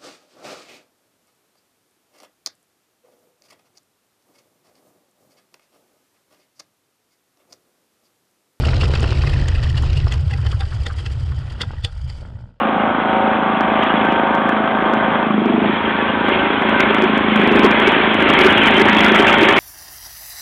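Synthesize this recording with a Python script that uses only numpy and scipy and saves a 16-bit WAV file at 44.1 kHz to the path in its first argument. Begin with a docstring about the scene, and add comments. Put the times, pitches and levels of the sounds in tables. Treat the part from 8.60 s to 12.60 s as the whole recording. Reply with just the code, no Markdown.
"""A low drumming of tyres comes first: a wheeled paramotor, heard from its own frame, rolls to a
stop on dry stubble. Rough ground and ruts shake the tyres, soil and stalks fracture under them, and
clods knock. Impacts set loose frame parts clanking, and a rubbing wheel chirps ever more slowly.
Wind buffets underneath. At rest the pulse train of the idling engine is left, and the sound fades."""
import sys
import numpy as np
from scipy import signal
from scipy.fft import rfft, irfft
from scipy.io import wavfile
from scipy.ndimage import uniform_filter1d

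SR = 44100
rng = np.random.default_rng(int(sys.argv[2]) if len(sys.argv) > 2 else 0)


def store_wav(level_fs):
    """Save 16-bit WAV to argv[1]."""
    pcm = np.round(np.clip(np.atleast_2d(level_fs), -1, 1) * 32767)
    wavfile.write(sys.argv[1], SR, pcm.T.astype(np.int16))


N = 176400
TIME = np.arange(N) / SR

# Envelopes of the sustained sources: (time [s], level [dB])
WIND_LEVEL = [(0, -22), (1.3, -21.5), (1.7, -30), (2.3, -27), (2.7, -38), (3.4, -32), (3.85, -42.5),
              (4, -62.5)]
RUSTLE_LEVEL = [(0, -49.5), (1.2, -53.5), (2.4, -49.5), (3.2, -59.5), (3.55, -54), (3.7, -63.5), (4, -87)]
ENGINE_LEVEL = [(0, -39), (1.5, -46.5), (3.3, -45.5), (3.69, -39.5), (3.8, -42.5), (3.88, -46), (4, -67)]
DRAG_LEVEL = [(2.4, -80), (3.05, -42), (3.35, -76), (3.6, -50.5), (3.89, -51), (4, -81)]
CHIRP_LEVEL = [(.56, -35), (.77, -27.5), (1.0, -31), (1.15, -29), (1.28, -37)]
RUMBLE_LEVEL = [(0, -23.5), (.06, -16.5), (1.38, -17), (1.5, -19), (2.0, -21.5), (2.1, -28), (2.4, -28.5),
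                (2.6, -21), (2.8, -26), (3.3, -35.5), (3.45, -24.5), (3.56, -34.5), (3.85, -43), (4, -75.5)]
# Envelopes of rolling noise: (time [s], tread level [dB], soil level [dB], stalk level [dB])
ROLLING_LEVELS = [(0, -28, -37.5, -35.5), (.45, -29, -37, -34), (1, -37.5, -40.5, -41.5),
                  (1.4, -37.5, -41, -39.5), (1.6, -43, -44.5, -49.5), (2.55, -46, -47, -52.5),
                  (2.93, -47, -44.5, -56.5), (3.12, -51, -48.5, -54), (3.35, -70, -51.5, -69),
                  (3.63, -51.5, -53.5, -61), (3.72, -52.5, -56.5, -73.5), (3.87, -61, -65.5, -69),
                  (4, -72, -76, -90)]
# Spectral envelopes of the sources: (frequency [Hz], relative level [dB])
WIND_SPECTRUM = [(10, -36.5), (22, -10), (36, -2.5), (50, -12.5), (80, -5), (200, -74.5), (600, -82.5)]
RUSTLE_SPECTRUM = [(2300, 3), (2750, -15.5), (3000, 5), (3450, -1.5), (3750, -8.5), (4350, -3), (4650, 4.5),
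                   (5150, -1.5), (5900, -11.5), (7650, -9.5), (10000, -18.5), (10750, -20), (11300, -30.5),
                   (14500, -41)]
ENGINE_SPECTRUM = [(50, -21), (120, 26), (180, 16), (250, -0.5), (330, -14), (450, -0.5), (600, 4.5),
                   (760, -3.5), (900, 6), (1150, -15.5), (1420, 2), (1800, -15.5), (3000, -38.5),
                   (6500, -44.5)]
SNAP_SPECTRUM = [(2000, -25), (4500, -20), (6500, 16), (10000, -3), (13500, -19), (16000, -46)]
BODY_SPECTRUM = [(150, 1.5), (470, -2), (1400, 0), (1700, 1), (2020, 8.5), (2300, -11.5), (3500, -5)]
RATTLE_SPECTRUM = [(1200, -35), (2250, -7.5), (2600, 4.5), (3050, 4), (3500, 1.5), (3950, -5), (4500, 4),
                   (5300, -2), (6000, -16), (7500, -13.5), (9300, -20), (9900, -31.5), (10850, -20.5),
                   (11800, -54), (13500, -35), (15500, -56)]
TREAD_SPECTRUM = [(120, -34), (180, 4.5), (260, 1), (330, 1), (520, -3.5), (700, -10), (1400, -16)]
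SOIL_SPECTRUM = [(300, -53.5), (500, 0), (800, 0.5), (1100, -2), (1400, 3), (1650, -4), (1950, -0.5),
                 (2250, -17), (3200, -3)]
STALK_SPECTRUM = [(1200, -13), (2250, -0.5), (2600, 5), (3000, 4), (3400, -5), (3850, -1), (4650, -2.5),
                  (5350, -4), (5900, -13.5), (7700, -18), (9100, -25), (11500, -57.5), (15000, -84)]
RUMBLE_SPECTRUM = [(20, -51.5), (45, -25), (58, 0.5), (72, 2), (88, 0), (105, -8), (128, 0), (145, -10),
                   (165, -28), (260, -60.5), (500, -71.5)]
# The engine settling to idle: (time [s], firing rate [1/s])
FIRING_RATE = [(0, 68), (.5, 64), (1.5, 59), (4, 58.75)]
# Frame groans, tyre scuffs and breaking stalks: (time [s], level [dB])
GROANS = [(1.729, -34), (1.874, -35), (2.014, -33.5), (2.28, -38.5)]
SCUFFS = [(1.535, -35), (1.786, -34.5), (1.932, -32), (2.02, -33.5), (2.125, -34), (2.303, -32)]
SNAPS = [(0.406, -32), (0.885, -28.5), (1.101, -44), (1.224, -33.5), (1.525, -30), (1.54, -36),
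         (2.267, -34), (3.016, -35)]
# Clods striking a tyre, and a tyre dropping into ruts: (time [s], level [dB], frequency [Hz])
CLOD_KNOCKS = [(0.037, -20, 1350), (0.066, -17, 434), (0.085, -18, 1380), (0.134, -17.5, 1560),
               (.234, -18, 1270), (.338, -15, 1320), (0.442, -16, 1400), (0.524, -18.5, 1080),
               (0.637, -19.5, 1180), (1.055, -25.5, 880), (1.235, -20.5, 960), (1.470, -23, 1000),
               (1.472, -24, 520), (1.851, -27, 1300), (2.72, -31, 1100), (3.034, -19.5, 1000),
               (3.107, -28, 1020), (3.135, -27, 900), (3.627, -33, 537), (3.651, -37, 1400)]
RUT_THUMPS = [(1.452, -9, 88), (1.508, -14, 96.6), (1.558, -13, 98), (1.607, -12.5, 92.5),
              (1.669, -11.5, 103), (1.732, -11.5, 91), (1.794, -8.5, 93), (1.87, -9.5, 100),
              (1.948, -8, 96), (2.035, -13, 91.6), (2.149, -13, 99.4), (2.208, -14.5, 74), (2.384, -12, 78),
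              (2.458, -17.5, 98), (2.646, -17, 96), (2.708, -12.5, 77), (2.782, -18.5, 93),
              (3.077, -19.5, 95.5), (3.186, -20.5, 73.6), (3.247, -13.5, 98), (3.754, -24.5, 89),
              (3.841, -27.5, 96.4)]
# Modes of a knock: (frequency ratio [1], level [dB], 60 dB decay time [s])
KNOCK_MODES = [(.48, -1.5, 0.0077), (1, 0, 0.0079)]
# Impacts of loose frame parts:
# (time [s], body level [dB], rattle level [dB], duration ratio [1], ringing frequency [Hz])
CLANKS = [(0.055, -33, -25.5, 1, 2870), (0.214, -37, -28, 1.6, 2850), (0.244, -32.5, -32.5, 1.2, 5200),
          (0.358, -28, -28, 1, 2570), (.430, -32, -28.5, .8, 2980), (0.674, -28, -31, 1.2, 2600),
          (.697, -40, -34.5, 1.4, 3270), (0.738, -30.5, -32, 1.3, 2550), (0.885, -27.5, -30, .9, 2900),
          (.958, -34, -31.5, 1.1, 2630), (1.037, -31, -30.5, 1.4, 3090), (1.102, -57, -33.5, .9, 2980),
          (1.179, -33, -28.5, 1.6, 2860), (1.374, -43, -30.5, 2, 2770), (1.483, -44, -34.5, .7, 5260),
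          (1.523, -29.5, -28, .9, 3290), (1.541, -35.5, -30, .8, 2900), (1.712, -32.5, -35.5, 1.1, 2780),
          (1.739, -30.5, -32.5, .7, 2590), (1.868, -31, -31.5, 1.1, 3080), (1.918, -45, -31.5, .7, 3210),
          (2.009, -30, -29.5, .9, 3620), (2.267, -26.5, -29, .9, 3500), (2.391, -38, -39, 2.2, 3240),
          (2.464, -30.5, -31, .8, 2675), (2.905, -47, -40, 1, 3290), (3.010, -26, -33, .6, 3450),
          (3.018, -28, -18, .55, 3466), (3.249, -27.5, -17.5, .55, 3460), (3.501, -42, -39, .9, 4660)]
# Modes of the frame tubes: (frequency [Hz], relative level [dB], 60 dB decay time [s])
FRAME_MODES = [(475, -6.5, 0.11), (798, -16, 0.22), (1610, -18, 0.23), (4200, -26.5, .05)]


def from_db(db):
    """Amplitude grows tenfold for every 20 dB."""
    return 10 ** (np.asarray(db) / 20)


def unit_power(x):
    """Division by the RMS value gives unit power."""
    return x / np.sqrt(np.mean(x ** 2) + 1e-20)


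def gains(rows):
    """Interpolation in decibels gives one gain curve for each level column."""
    times, *columns = np.transpose(rows)
    return [from_db(np.interp(TIME, times, db)) for db in columns]


def coloured(x, spectrum):
    """Spectral weighting, with a steep roll-off beyond the table's ends; unit power."""
    hz, db = np.transpose(spectrum)
    log_f = np.log(np.maximum(np.fft.rfftfreq(N, 1 / SR), 1))
    outside = np.maximum(np.log(hz[0]) - log_f, 0) + np.maximum(log_f - np.log(hz[-1]), 0)
    response = from_db(np.interp(log_f, np.log(hz), db) - 70 * outside)
    return unit_power(irfft(rfft(x) * response, N))


def evened(x, span_s, share):
    """Compression removes a share of a noise's short-term level swings."""
    power = uniform_filter1d(x ** 2, max(int(span_s * SR), 2))
    return unit_power(x / (np.abs(power) + 1e-9) ** (share / 2))


def band_noise(hz, edge_ratio):
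    """A noise-driven resonance, from hz / edge_ratio to hz * edge_ratio."""
    band = signal.butter(3, [hz / edge_ratio, hz * edge_ratio], "band", fs=SR, output="sos")
    return evened(signal.sosfilt(band, rng.standard_normal(N)), span_s=0.017, share=0.53)


def flutter(low_hz, high_hz):
    """Band-limited random modulation of unit variance."""
    f = np.fft.rfftfreq(N, 1 / SR)
    response = f ** 2 / (f ** 2 + low_hz ** 2) / (1 + (f / high_hz) ** 2)
    return unit_power(irfft(rfft(rng.standard_normal(N)) * response, N))


def burst(peak_s, rise_s, fall_s):
    """Exponential growth to 1 at peak_s, then exponential decay."""
    age = TIME - peak_s
    return np.exp(-np.minimum(np.where(age < 0, -age / rise_s, age / fall_s), 30))


def bursts(events, rise_s, fall_s):
    """Superposition of one burst envelope for each event."""
    return sum(from_db(db) * burst(s, rise_s, fall_s) for s, db in events)


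def grains(per_s=1500, spread_db=2.5, share=0.45, colour_db=3.0):
    """Shot noise of tiny fractures over a smooth rush, with random spectral peaks at each moment."""
    sizes = from_db(spread_db * np.minimum(rng.exponential(1, N), 4)) * rng.choice([-1, 1], N)
    fractures = unit_power(sizes * (rng.random(N) < per_s / SR))
    crackle = np.sqrt(share) * fractures + np.sqrt(1 - share) * rng.standard_normal(N)
    cells = signal.stft(crackle, nperseg=384)[2]
    patches = uniform_filter1d(rng.standard_normal(cells.shape), size=3, axis=0)
    patches = unit_power(uniform_filter1d(patches, size=2, axis=1))
    return signal.istft(cells * from_db(colour_db * patches), nperseg=384)[1][:N]


def ring(clicks, hz, t60):
    """A damped oscillator: each unit impulse starts a decaying sine of height 1."""
    radius, angle = from_db(-60 / (t60 * SR)), 2 * np.pi * hz / SR
    return signal.lfilter([0, np.sin(angle)], [1, -2 * radius * np.cos(angle), radius ** 2], clicks + 1e-18)


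def wind():
    """Buffeting wind is a random pressure fluctuation at low frequencies."""
    buffeting = coloured(rng.standard_normal(N), WIND_SPECTRUM)
    return gains(WIND_LEVEL)[0] * evened(buffeting, span_s=0.037, share=0.6)


def metallic_rustle(flutter_db=3.5):
    """Shot noise in a few narrow resonances gives a thin, uneven chatter."""
    level = gains(RUSTLE_LEVEL)[0] * from_db(flutter_db * flutter(2.3, 40))
    return level * coloured(grains(), RUSTLE_SPECTRUM)


def engine(uneven_db=2, rasp=0.22, puff_s=0.0033):
    """A pulse train: each firing gives an exhaust pop and a decaying puff of gas noise."""
    rate = np.interp(TIME, *np.transpose(FIRING_RATE))
    cycles_left = np.cumsum(rate[::-1])[::-1] / SR - 0.36
    firings = np.flatnonzero(np.diff(np.floor(cycles_left)))
    pops = np.zeros(N)
    pops[firings] = from_db(uneven_db * rng.standard_normal(len(firings)))
    puffs = signal.lfilter([1], [1, -np.exp(-1 / (puff_s * SR))], pops) * rng.standard_normal(N)
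    exhaust = unit_power(pops) + rasp * unit_power(puffs)
    return gains(ENGINE_LEVEL)[0] * coloured(exhaust, ENGINE_SPECTRUM)


def tyre_drag():
    """Friction with the soil makes the tyres judder at the end of the roll."""
    return gains(DRAG_LEVEL)[0] * band_noise(hz=198, edge_ratio=1.25)


def frame_groans():
    """A narrow tube resonance gives the frame's short creaks their pitch."""
    return bursts(GROANS, rise_s=0.011, fall_s=0.017) * band_noise(hz=799, edge_ratio=1.025)


def tyre_scuffs():
    """Sliding friction of the braked tyre on soil gives brief bursts of noise."""
    return bursts(SCUFFS, rise_s=0.0042, fall_s=0.013) * band_noise(hz=1320, edge_ratio=1.3)


def stalk_snaps():
    """Brittle fracture of a dry stalk radiates a bright tick."""
    envelope = bursts(SNAPS, rise_s=0.00081, fall_s=0.00093)
    return envelope * coloured(rng.standard_normal(N), SNAP_SPECTRUM)


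def wheel_chirps(count=22, start_s=0.56, start_per_s=36.28, slowing_per_s2=19.0):
    """A wheel rubs twice a turn; uniform deceleration spreads its rising squeaks ever further apart."""
    centre_hz, glide_hz_per_s, width_s = 1830, 44000, 0.0018
    rates = np.sqrt(start_per_s ** 2 - 2 * slowing_per_s2 * np.arange(count))
    times = start_s + (start_per_s - rates) / slowing_per_s2
    out = np.zeros(N)
    for s, detune in zip(times, rng.normal(1, 0.012, count)):
        near = np.abs(TIME - s) < 0.02
        age = TIME[near] - s
        cycles = (centre_hz * detune + glide_hz_per_s * age / 2) * age
        out[near] += np.exp(-(age / width_s) ** 2 / 2) * np.sin(2 * np.pi * cycles)
    return out * gains(CHIRP_LEVEL)[0]


def clod_knocks(crumble_db=-4.5, cutoff_hz=2200):
    """Each impact excites heavily damped modes as the clod crumbles; soft soil dulls the blow."""
    out = np.zeros(N)
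    for s, db, hz in CLOD_KNOCKS:
        blow = signal.unit_impulse(N, int(s * SR))
        hollow = sum(from_db(mode_db) * ring(blow, hz * ratio, t60)
                     for ratio, mode_db, t60 in KNOCK_MODES)
        crumble = burst(s, rise_s=0.00022, fall_s=0.0046) * band_noise(hz, edge_ratio=1.57)
        out += from_db(db) * (hollow + from_db(crumble_db) * crumble)
    return signal.sosfilt(signal.butter(2, cutoff_hz, fs=SR, output="sos"), out)


def frame_clanks(rise_s=0.0045, fall_s=0.0041, tail_db=-13.5, ring_share=0.57):
    """Clustered contacts excite a loose part's resonance; the frame tubes ring on in free vibration."""
    body_level, rattle_level, ringing = np.zeros((3, N))
    for s, body_db, rattle_db, stretch, hz in CLANKS:
        tail = from_db(tail_db) * burst(s, 2 * rise_s, fall_s=0.015)
        envelope = burst(s, rise_s * stretch, fall_s * stretch) + tail
        body_level += from_db(body_db) * envelope
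        contacts = from_db(rattle_db) * envelope
        rattle_level += np.sqrt(1 - ring_share) * contacts
        ringing += np.sqrt(ring_share) * contacts * band_noise(hz, edge_ratio=1.045)
    times, strike_db = np.transpose(CLANKS)[:2]
    for hz, mode_db, t60 in FRAME_MODES:
        strikes = np.zeros(N)
        strikes[(times * SR).astype(int)] = from_db(strike_db + mode_db + rng.normal(0, 1, len(times)))
        ringing += ring(strikes, hz, t60)
    body = evened(coloured(grains(), BODY_SPECTRUM), span_s=0.0028, share=0.59)
    rattle = evened(coloured(grains(), RATTLE_SPECTRUM), span_s=0.00059, share=1.0)
    return ringing + body_level * body + rattle_level * rattle


def rolling_noise():
    """Common modulation: the same bumps jolt the roaring tread, crumbling soil and crackling stalks."""
    tread, soil, stalks = gains(ROLLING_LEVELS)
    bumps = flutter(2.4, 16)

    def layer(spectrum, gain_db, flutter_db):
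        jolts = 0.69 * bumps + 0.92 * flutter(77, 36)
        return from_db(gain_db + flutter_db * jolts) * coloured(grains(), spectrum)

    return (tread * layer(TREAD_SPECTRUM, gain_db=0, flutter_db=0.9)
            + soil * layer(SOIL_SPECTRUM, gain_db=-1, flutter_db=1.5)
            + stalks * layer(STALK_SPECTRUM, gain_db=-2.5, flutter_db=3.5))


def ground_rumble(flutter_db=0.5):
    """Forced vibration: rough ground drums on the tyres and frame."""
    drumming = evened(coloured(rng.standard_normal(N), RUMBLE_SPECTRUM), span_s=0.06, share=0.82)
    return gains(RUMBLE_LEVEL)[0] * drumming * from_db(flutter_db * flutter(8.3, 30))


def rut_thumps(rise_s=0.0054, fall_s=0.011):
    """A tyre is a damped spring: at each rut it bounces for a cycle or two."""
    out = np.zeros(N)
    for s, db, hz in RUT_THUMPS:
        age = TIME - s
        envelope = np.exp(-(age / np.where(age < 0, rise_s, fall_s)) ** 2 / 2)
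        out += from_db(db) * envelope * np.cos(2 * np.pi * hz * age)
    return out


def scene():
    """Superposition in a free field: all sources are close by and add in one channel."""
    background = wind() + metallic_rustle() + engine()
    details = tyre_drag() + frame_groans() + tyre_scuffs() + stalk_snaps() + wheel_chirps()
    impacts = clod_knocks() + frame_clanks()
    tyres = rolling_noise() + ground_rumble() + rut_thumps()
    return (background + details + impacts + tyres)[None]


def record(dry):
    """Soft saturation rounds the highest peaks, and a low-pass filter cuts the top treble."""
    peak_limit, stopband_hz = 0.96, 16000
    rounded = dry / (1 + (dry / peak_limit) ** 4) ** (1 / 4)
    return signal.sosfilt(signal.cheby2(12, 70, stopband_hz, fs=SR, output="sos"), rounded)


dry = scene()
out = record(dry)
store_wav(out)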